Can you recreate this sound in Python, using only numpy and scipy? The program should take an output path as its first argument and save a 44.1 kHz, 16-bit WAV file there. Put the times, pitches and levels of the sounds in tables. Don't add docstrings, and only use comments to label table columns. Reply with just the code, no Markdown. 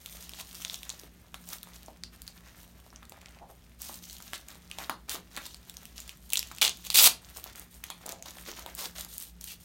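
import sys
import numpy as np
from scipy import signal
from scipy.fft import rfft, irfft, next_fast_len
from scipy.io import wavfile
from scipy.ndimage import map_coordinates

SR = 44100
rng = np.random.default_rng(int(sys.argv[2]) if len(sys.argv) > 2 else 0)


def transcribe(signal):
    frames = np.atleast_2d(signal).T
    limited = np.clip(frames, -1, 1)
    pcm = np.round(limited * 32767).astype(np.int16)
    wavfile.write(sys.argv[1], SR, pcm)


N = 425124

# time in seconds, level in dB, ring in Hz, brightness in dB.
HOOK_SNAPS = [(0.0605, -34.5, 3520, -2), (0.226, -43, 6800, -3), (0.3355, -39, 3520, -19),
              (0.4, -37.5, 2580, -18), (0.5517, -40.5, 5300, -5), (0.649, -27, 3700, -31),
              (0.698, -30.5, 3740, -34), (0.7436, -31.5, 3540, -20), (0.8317, -36, 3520, -4),
              (0.8936, -31, 6700, -12), (0.9015, -31.5, 3930, -13), (0.9965, -41, 5400, 3),
              (1.489, -37, 7600, 5), (1.5322, -34, 3720, 6), (1.631, -36, 3760, 7),
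              (2.0363, -32, 4630, -22), (2.2188, -39, 4560, 7), (2.278, -36, 4450, -5),
              (2.9035, -52, 5500, -17), (2.9603, -43, 6100, -33), (3.053, -49.5, 4000, -1),
              (3.0957, -41, 7600, 11), (3.215, -48, 2200, -10), (3.2593, -41.5, 2170, -28),
              (3.285, -52, 3000, -22), (3.3473, -54, 2780, -36), (3.388, -52, 2400, -24),
              (3.8184, -33.5, 5700, 6), (4.098, -40, 4200, -8), (4.3337, -31, 2050, -5),
              (4.4853, -39.5, 7300, -1), (4.7138, -33, 2820, -14), (5.0948, -28, 4460, 1),
              (5.365, -34, 4250, 0), (5.545, -39.5, 4570, -6), (5.6971, -37, 3600, 0.5),
              (5.7691, -37, 6030, -2), (5.8544, -38.5, 2830, 3), (6.0026, -36.5, 7300, 1),
              (6.0933, -35.5, 2820, -4), (6.3029, -35, 3900, 6), (6.321, -38, 3800, 3),
              (6.3247, -33, 3100, -1), (6.3336, -17, 2650, 3), (6.3417, -33, 3000, 3),
              (6.3563, -22.5, 3020, -9), (6.372, -21.5, 3740, -14), (6.376, -24, 7050, -5),
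              (6.3927, -22.5, 5300, 1.5), (6.4285, -32, 2760, -9), (6.5843, -36, 2730, -6),
              (6.6143, -20, 3900, 0), (6.6185, -16.5, 2520, -8), (6.629, -19.5, 3020, -2),
              (6.6497, -18, 3920, -11), (6.6791, -23, 3300, -20), (6.6941, -27, 6500, -7),
              (6.9021, -22.5, 4370, -10), (6.952, -30, 3900, 4), (6.9569, -16.5, 4100, -17),
              (7.441, -33.5, 3660, 10), (7.5963, -38.5, 6000, 21), (7.8398, -33, 6400, 7),
              (8.063, -33, 7240, 7), (8.092, -32, 6200, 2), (8.122, -34.5, 7000, -2),
              (8.2249, -37, 6500, -8), (8.7507, -33.5, 7340, 11), (9.181, -31, 7600, 12),
              (9.201, -37, 7500, 23), (9.4115, -37.5, 5950, 4), (9.441, -37, 6460, 11)]
# time in seconds, level in dB, pitch in Hz, crack over ring in dB.
SHELL_KNOCKS = [(1.0342, -49.5, 368, -4), (1.343, -42, 1230, 4), (1.672, -52.5, 900, -4),
                (1.883, -42.5, 670, -18), (1.528, -46, 1230, -4), (2.9285, -52, 1120, -15),
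                (3.029, -50, 1310, -3.5), (3.1213, -46, 720, -1.5), (3.8952, -41.5, 890, -16),
                (4.203, -50, 1300, 1), (4.3334, -36.5, 1590, -4), (4.7855, -40, 726, 6),
                (4.8963, -27, 1170, -2.5), (5.1531, -40, 1000, 2), (5.3737, -37.5, 1800, 0),
                (5.3772, -39.5, 1410, 0), (6.5143, -42.5, 1240, -1), (7.8383, -43.5, 2000, -1),
                (7.902, -40.5, 1020, 7), (8.0587, -43.5, 630, -2), (8.096, -44, 603, 2),
                (8.1286, -43, 680, -20), (8.2578, -48, 870, 4), (8.37, -49, 696, -1), (8.385, -48, 1900, 0),
                (8.662, -40, 740, -1.5)]
# start in seconds, length in seconds, level in dB, pitch in Hz.
FINGER_JUDDERS = [(3.404, 0.047, -49.5, 724), (3.49, .026, -51, 710), (5.145, .045, -54, 344),
                  (8.003, .3, -59, 645), (8.466, .04, -49.5, 414), (8.599, .11, -57, 630)]
# frequency in Hz, gain in dB.
HOOK_TONE = [(100, -24), (400, -13), (900, -7), (1700, -7), (2500, -0.5), (3600, 1), (5000, 1), (7000, 1.5),
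             (10000, 0), (16000, 3)]
# frequency in Hz, level in dB per Hz.
RUB_TONE = [(100, -30.5), (300, -1), (480, -7.5), (640, 0.5), (900, -2.5), (1600, 0), (2400, -2.5),
            (4000, -12.5), (9000, -47)]
# frequency in Hz, level in dB per Hz.
CLOTH_TONE = [(600, -27), (1800, -20.5), (2800, -1), (3700, 1.5), (5000, -1), (6700, 1), (9000, -13.5),
              (12000, -9.5)]
# frequency in Hz, level in dB per Hz.
HISS_TONE = [(4000, -30.5), (7500, -11.5), (9000, -1.5), (10400, -12.5), (12000, -3), (16000, -8.5)]
# frequency in Hz, level in dB per Hz.
AIR_TONE = [(20, -22.5), (35, -18), (55, 6.5), (80, -3.5), (130, -7.5), (190, -7.5), (280, -13), (450, -19),
            (1000, -26), (3000, -28), (16000, -38)]
# frequency in Hz, level in dB about which it wavers.
HUM_PARTIALS = [(59.2, -62.5), (117.5, -81), (176.2, -64.5), (233, -73)]
# frequency in Hz, time to fall 60 dB in seconds.
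ROOM_DECAY = [(200, 0.42), (800, 0.24), (2000, 0.22), (5000, 0.2), (10000, 0.17), (16000, 0.12)]
# frequency in Hz, gain in dB.
CRACK_TONE = [(300, -65), (1200, -21), (2200, 1), (3700, 5.5), (5000, -3.5), (9000, -3.5), (16000, -7)]
# start in seconds, length in seconds,
# cloth level in dB, shell rub over cloth in dB, fine hiss over cloth in dB.
HAND_STROKES = [(0.0, 0.24, -55.5, -8, 0), (0.2, 0.23, -52, -14, -7), (0.433, 0.17, -57, -8.5, 0),
                (0.537, 0.26, -50.5, -11, -3), (0.807, 0.16, -55.5, -5.5, -4),
                (0.96, 0.12, -62.5, -1.5, -2), (1.34, 0.24, -63.5, -7, 1), (1.466, 0.094, -49, -9, 0),
                (1.616, 0.28, -61, -2, -3.5), (2.115, 0.081, -61.5, 0.5, -3), (2.257, 0.06, -62, -10, -7),
                (2.426, 0.15, -64.5, 1, -6), (2.503, 0.16, -60, -4.5, -1.5), (2.676, 0.15, -70, -2, -1),
                (2.828, 0.08, -63.5, -3, 0), (2.917, 0.13, -74.5, 8, -18), (3.086, 0.3, -69, 5.5, -11),
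                (3.478, 0.067, -66, -5, 6), (3.783, 0.19, -52.5, -11, 1.5),
                (4.015, 0.15, -51.5, -13.5, -4.5), (4.177, 0.23, -54.5, -11, -4.5),
                (4.47, 0.057, -61, 0, 2), (4.691, 0.086, -57, -2, -8), (4.771, 0.1, -53, 0, -4),
                (5.076, 0.094, -51, 2, -2), (5.304, 0.13, -55, -4, -6), (5.422, 0.13, -52.5, -15, -7),
                (5.62, 0.35, -60, -5.5, -3), (5.951, 0.074, -48.5, -12.5, -6), (6.042, 0.066, -55, -8, -13),
                (6.14, 0.25, -64.5, -20, 1.5), (6.287, 0.32, -54.5, -8, -10),
                (6.728, 0.2, -53.5, -13, -6.5), (7.209, 0.2, -59.5, -1.5, -2), (7.329, 0.06, -49, -10.5, 2),
                (7.422, 0.086, -51.5, -0.5, -6), (7.542, 0.08, -53.5, -1.5, 1),
                (7.696, 0.07, -58.5, -9, 4.5), (7.829, 0.074, -57.5, -8, -13), (8.002, 0.04, -59, 0, -5),
                (8.048, 0.09, -50.5, -3, -11), (8.25, 0.054, -49, -5, -5), (8.335, 0.13, -56, -4, 2.5),
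                (8.441, 0.083, -46, -6, -8), (8.553, 0.072, -49, -3.5, -6), (8.644, 0.077, -56, 2.5, -2),
                (8.757, 0.13, -47.5, -7, 1), (8.946, 0.09, -45, -8.5, -2), (9.077, 0.16, -50, -15.5, 3),
                (9.243, 0.06, -59.5, -15, 2), (9.404, 0.12, -51.5, -15, 2), (9.592, 0.083, -61, -14, 0)]
# time in seconds, level in dB, brightness in dB, flap of the loose strap in dB.
FIRST_RIP = [(6.614, -27, -8, -8), (6.627, -20.5, -14, -9), (6.638, -27, -4.5, -9.5),
             (6.682, -28.5, -16, -12)]
SECOND_RIP = [(6.941, -22.5, -0.5, -17), (6.963, -21, 2, -26), (6.985, -15.5, -4.5, -38),
              (7.0, -19, -7.5, -17), (7.025, -19, 6.5, -13.5), (7.048, -14, -0.5, -17.5),
              (7.077, -15.5, -1, -12)]
# start in seconds, length in seconds,
# level in dB, hooks a second, ring in Hz, brightness in dB, flap in dB.
STRAP_DRAGS = [(0.385, 0.03, -44, 720, 3670, -4, -4.5), (3.81, 0.08, -49, 610, 6040, -3, -22),
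               (4.34, 0.023, -42.5, 590, 3640, -12, -19), (5.1, 0.049, -39, 1200, 3560, -1, -21),
               (6.84, 0.034, -41.5, 500, 3250, -3.5, -18.5), (6.902, 0.029, -38, 420, 3400, -5, -28),
               (8.777, 0.087, -42.5, 1680, 4240, -3.5, -3.5), (5.363, 0.025, -50.5, 1200, 2570, -16, 3),
               (5.456, 0.013, -42, 560, 3800, -3, -8), (9.475, 0.05, -47, 1600, 2960, -9, -34)]
SURFACE_DELAYS = [0.0, 0.0023, 0.0051]

ATTACK_S, ARCH_DB, RELEASE_DB_PER_S = 0.013, 3.5, 282
SLOW_RATE, FAST_RATE, FAST_DB = 550, 2800, -15
RING_CYCLES = 0.36
FIDGET_DB = -74
TOP_HZ = 16050


def amp(db):
    return 10 ** (np.asarray(db) / 20)


def unit(x):
    return x / np.sqrt(np.mean(x ** 2) + 1e-20)


def unit_rows(x):
    return x / (np.linalg.norm(x, axis=-1, keepdims=True) + 1e-12)


def along(points, hz):
    f, v = np.transpose(points)
    return np.interp(np.log(hz + 1), np.log(f), v)


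def wobble(rate):
    knots = rng.standard_normal(int(N * rate / SR) + 4)
    return map_coordinates(knots, [np.arange(N) * rate / SR])


def filtered(x, response):
    m = next_fast_len(N + SR // 2)
    return irfft(rfft(x, m) * response(np.fft.rfftfreq(m, 1 / SR)), m)[:N]


def coloured(x, points, size=2048):
    cepstrum = irfft(np.log(amp(along(points, np.fft.rfftfreq(size, 1 / SR)))))
    cepstrum[1:size // 2] *= 2
    cepstrum[size // 2 + 1:] = 0
    return signal.oaconvolve(x, irfft(np.exp(rfft(cepstrum))))[:N]


def placed(times, rows):
    at = np.round(np.abs(times) * SR).astype(int)[:, None] + np.arange(rows.shape[1])
    return np.bincount(at.ravel(), rows.ravel(), N)[:N]


def strokes():
    power, t = np.zeros((3, N + SR)), np.arange(SR) / SR
    for start, length, db, rub_db, hiss_db in HAND_STROKES:
        arch = (2 * np.minimum(t / length, 1) - 1) ** 2
        fall_db = RELEASE_DB_PER_S * np.maximum(t - length, 0)
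        shape = np.minimum(t / ATTACK_S, 1) * amp(db - ARCH_DB * arch - fall_db)
        first = round(start * SR)
        power[:, first:first + SR] += (amp([[rub_db], [0], [hiss_db]]) * shape) ** 2
    return np.sqrt(power[:, :N])


def friction(spectrum, rate, scatter_db, smooth_db, size=40):
    rush = rng.standard_normal(N)
    times = rng.random(int(rate * N / SR)) * N / SR
    force = amp(scatter_db * np.minimum(rng.standard_normal(len(times)), 2))
    bursts = rng.standard_normal((len(times), size)) * np.exp(-4 * np.arange(size) / size)
    catches = placed(times, force[:, None] * bursts)
    return unit(coloured(unit(catches) + amp(smooth_db) * rush, spectrum))


def hooks(ring_hz, bright_db, ring_db, spread, ring_s=0.00019, crack_s=0.00033,
          squeeze=12.0, split_hz=8000, size=128):
    t = np.arange(size) / SR
    draw = rng.standard_normal((len(bright_db), size + 1))
    crack = np.tanh(squeeze * draw[:, 1:]) * t * np.exp(-t / crack_s)

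    def band(side):
        return unit_rows(signal.sosfilt(signal.butter(4, split_hz, side, fs=SR, output='sos'), crack))

    pitch = ring_hz[:, None] * np.exp(spread * draw[:, :1])
    ring = unit_rows(np.sin(2 * np.pi * pitch * t) * t * np.exp(-t / ring_s))
    body = unit_rows(band('low') + amp(ring_db) * ring)
    return unit_rows(body + amp(bright_db)[:, None] * band('high'))


def stray_hooks(touch, rate=14, level_db=-26, follow=0.97, scatter_db=3.0, ring_hz=5000, bright_db=1.5):
    count = int(rate * N / SR)
    when, strength = rng.random(count), np.minimum(rng.standard_normal(count), 1.8)
    pressure = unit(touch)[(when * N).astype(int)] ** follow
    force = pressure * amp(level_db + scatter_db * strength)
    grains = hooks(np.full(count, ring_hz), np.full(count, bright_db), ring_db=-3.0, spread=0.29, ring_s=0.000083)
    return coloured(placed(when * N / SR, force[:, None] * grains), HOOK_TONE)


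def stray_taps(touch, rate=22, level_db=-33, scatter_db=3.0, pitch_hz=1000, spread=0.44, size=300):
    count, t = int(rate * N / SR), np.arange(size) / SR
    when = rng.random(count)
    strength, pitch = np.clip(rng.standard_normal((count, 2)), -2, 2).T
    hz = pitch_hz * np.exp(spread * pitch)[:, None]
    ring = unit_rows(np.sin(2 * np.pi * hz * t) * t * np.exp(-hz * t / RING_CYCLES))
    force = unit(touch)[(when * N).astype(int)] * amp(level_db + scatter_db * strength)
    return placed(when * N / SR, force[:, None] * ring)


def sliding(cloth_db=-0.4, hiss_db=0.45, unsteady_db=2.5, fidget_db=4.0):
    rub, cloth, hiss = np.hypot(strokes(), amp(FIDGET_DB + fidget_db * wobble(8)))
    shell = rub * friction(RUB_TONE, rate=700, scatter_db=4.0, smooth_db=-2.5)
    weave = amp(cloth_db) * cloth * friction(CLOTH_TONE, rate=400, scatter_db=12.0, smooth_db=0.5)
    fibres = amp(hiss_db) * hiss * friction(HISS_TONE, rate=600, scatter_db=2.5, smooth_db=-6.5)
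    unsteady = amp(unsteady_db * wobble(35))
    return unsteady * (shell + weave + fibres) + stray_hooks(cloth) + stray_taps(rub)


def background(air_db=-58, waver_db=3.0, drift=0.9):
    t, hum = np.arange(N) / SR, np.zeros(N)
    for hz, db in HUM_PARTIALS:
        level = np.sqrt(2) * amp(db + waver_db * wobble(7.7))
        hum += level * np.sin(2 * np.pi * hz * t + drift * wobble(2.4))
    rush = filtered(rng.standard_normal(N), lambda hz: amp(along(AIR_TONE, hz)))
    return hum + amp(air_db) * unit(rush)


def snaps(gain_db=20, bright_trim_db=-1.5):
    s, db, hz, bright_db = np.transpose(HOOK_SNAPS)
    grains = hooks(hz, bright_db + bright_trim_db, ring_db=1.5, spread=0.0097, ring_s=0.00026)
    return coloured(placed(s, amp(db + gain_db)[:, None] * grains), HOOK_TONE)


def peel(s, db, rate, ring_hz, bright_db, flap_db, flap_trim_db=5, edge_db=2, scatter_db=5,
         flap_hz=900, flap_s=0.00049, size=128):
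    clock, t = np.arange(s[0], s[-1], 1 / SR), np.arange(size) / SR

    def at(times, values):
        return np.interp(times, s, values * np.ones(len(s)))

    freed = np.cumsum(at(clock, rate)) / SR
    count = max(int(freed[-1]), 2)
    times = np.interp(np.arange(count) + rng.random(count), freed, clock)
    strength, pitch, side = rng.standard_normal((count, 3)).T
    flap_pitch = flap_hz * np.exp(.4 * pitch)[:, None]
    flap = unit_rows(np.sin(2 * np.pi * flap_pitch * t) * np.exp(-t / flap_s))
    grains = hooks(at(times, ring_hz), at(times, bright_db) + edge_db, ring_db=0.5, spread=0.15)
    grains += amp(at(times, flap_db) + flap_trim_db)[:, None] * flap
    scatter = np.sign(side) * unit(amp(scatter_db * np.minimum(strength, 1.7)))
    force = scatter * amp(at(times, db)) * np.sqrt(SR / at(times, rate))
    return placed(times, grains * force[:, None])


def peels(clump_db=1.0, first_hz=3100, second_hz=3600):
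    out = np.zeros(N)
    for pull, hz in ((FIRST_RIP, first_hz), (SECOND_RIP, second_hz)):
        s, db, bright_db, flap_db = np.transpose(pull)
        rate = SLOW_RATE + FAST_RATE * amp(db - FAST_DB) ** 2
        out += peel(s, db, rate, hz, bright_db, flap_db)
    for start, length, *drag in STRAP_DRAGS:
        out += peel([start, start + length], *drag)
    clumps = unit(amp(clump_db * np.tanh(wobble(300))))
    return coloured(out * clumps, HOOK_TONE)


def knocks(low_hz=230, gain_db=23, crack_db=2, crack_s=0.00053, thud_hz=330, thud_db=-14,
           thud_s=0.00097, size=700):
    s, db, hz, hard_db = np.transpose(SHELL_KNOCKS)[:, :, None]
    t = np.arange(size) / SR
    ring = unit_rows(np.sin(2 * np.pi * hz * t) * t * np.exp(-hz * t / RING_CYCLES))
    thud = amp(thud_db) * unit_rows(np.sin(2 * np.pi * thud_hz * t) * t * np.exp(-t / thud_s))
    noise = np.tanh(2 * rng.standard_normal((len(s), size)))
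    crack = unit_rows(noise * t * np.exp(-t / crack_s))
    force = amp(db + gain_db)
    low_cut = signal.butter(3, low_hz, 'high', fs=SR, output='sos')
    body = signal.sosfilt(low_cut, placed(s[:, 0], force * (ring + thud)))
    return body + coloured(placed(s[:, 0], force * amp(hard_db + crack_db) * crack), CRACK_TONE)


def judders(slip_rate=300, ring_s=0.0011, spread=0.011, size=400):
    out, t = np.zeros(N), np.arange(size) / SR
    for start, length, db, hz in FINGER_JUDDERS:
        count = max(int(length * slip_rate), 2)
        where = (np.arange(count) + rng.random(count)) / count
        pitch = hz * np.exp(spread * rng.standard_normal((count, 1)))
        ring = unit_rows(np.sin(2 * np.pi * pitch * t) * np.sqrt(t) * np.exp(-t / ring_s))
        swell = np.sin(np.pi * where)[:, None]
        out += placed(start + length * where, swell * ring) * amp(db) * np.sqrt(SR / slip_rate)
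    return out


def scattered(source):
    paths = [np.pad(source(), (round(delay * SR), 0))[:N] for delay in SURFACE_DELAYS]
    return sum(paths) / np.sqrt(len(paths))


def room(x, build_s=0.00033, count=6):
    hz, t, z = signal.stft(rng.standard_normal((count, SR // 2)), SR, nperseg=256)
    decay = amp(-60 * t / along(ROOM_DECAY, hz)[:, None])
    tails = signal.istft(z * decay, SR, nperseg=256)[1]
    tails = unit_rows(tails * (1 - np.exp(-np.arange(tails.shape[1]) / (SR * build_s))))
    turn = np.arange(N) // (SR // 4) % count
    return sum(signal.oaconvolve(x * (turn == k), tail)[:N] for k, tail in enumerate(tails))


def scene(snap_wet_db=-9.0, strap_wet_db=-6.5, shell_wet_db=-4.5, slide_wet_db=-9):
    rips, hands, skin = peels(), sliding(), judders()
    direct = snaps() + rips + knocks() + skin + hands
    outward = amp(snap_wet_db) * scattered(snaps) + amp(strap_wet_db) * rips
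    outward += amp(shell_wet_db) * (knocks() + skin) + amp(slide_wet_db) * hands
    return (direct + room(outward) + background())[None]


def record(dry):
    rounded = dry[0] / (1 + (dry[0] / 0.85) ** 8) ** (1 / 8)
    return filtered(rounded, lambda hz: 1 / np.sqrt(1 + (hz / TOP_HZ) ** 160))[None]


dry = scene()
out = record(dry)
transcribe(out)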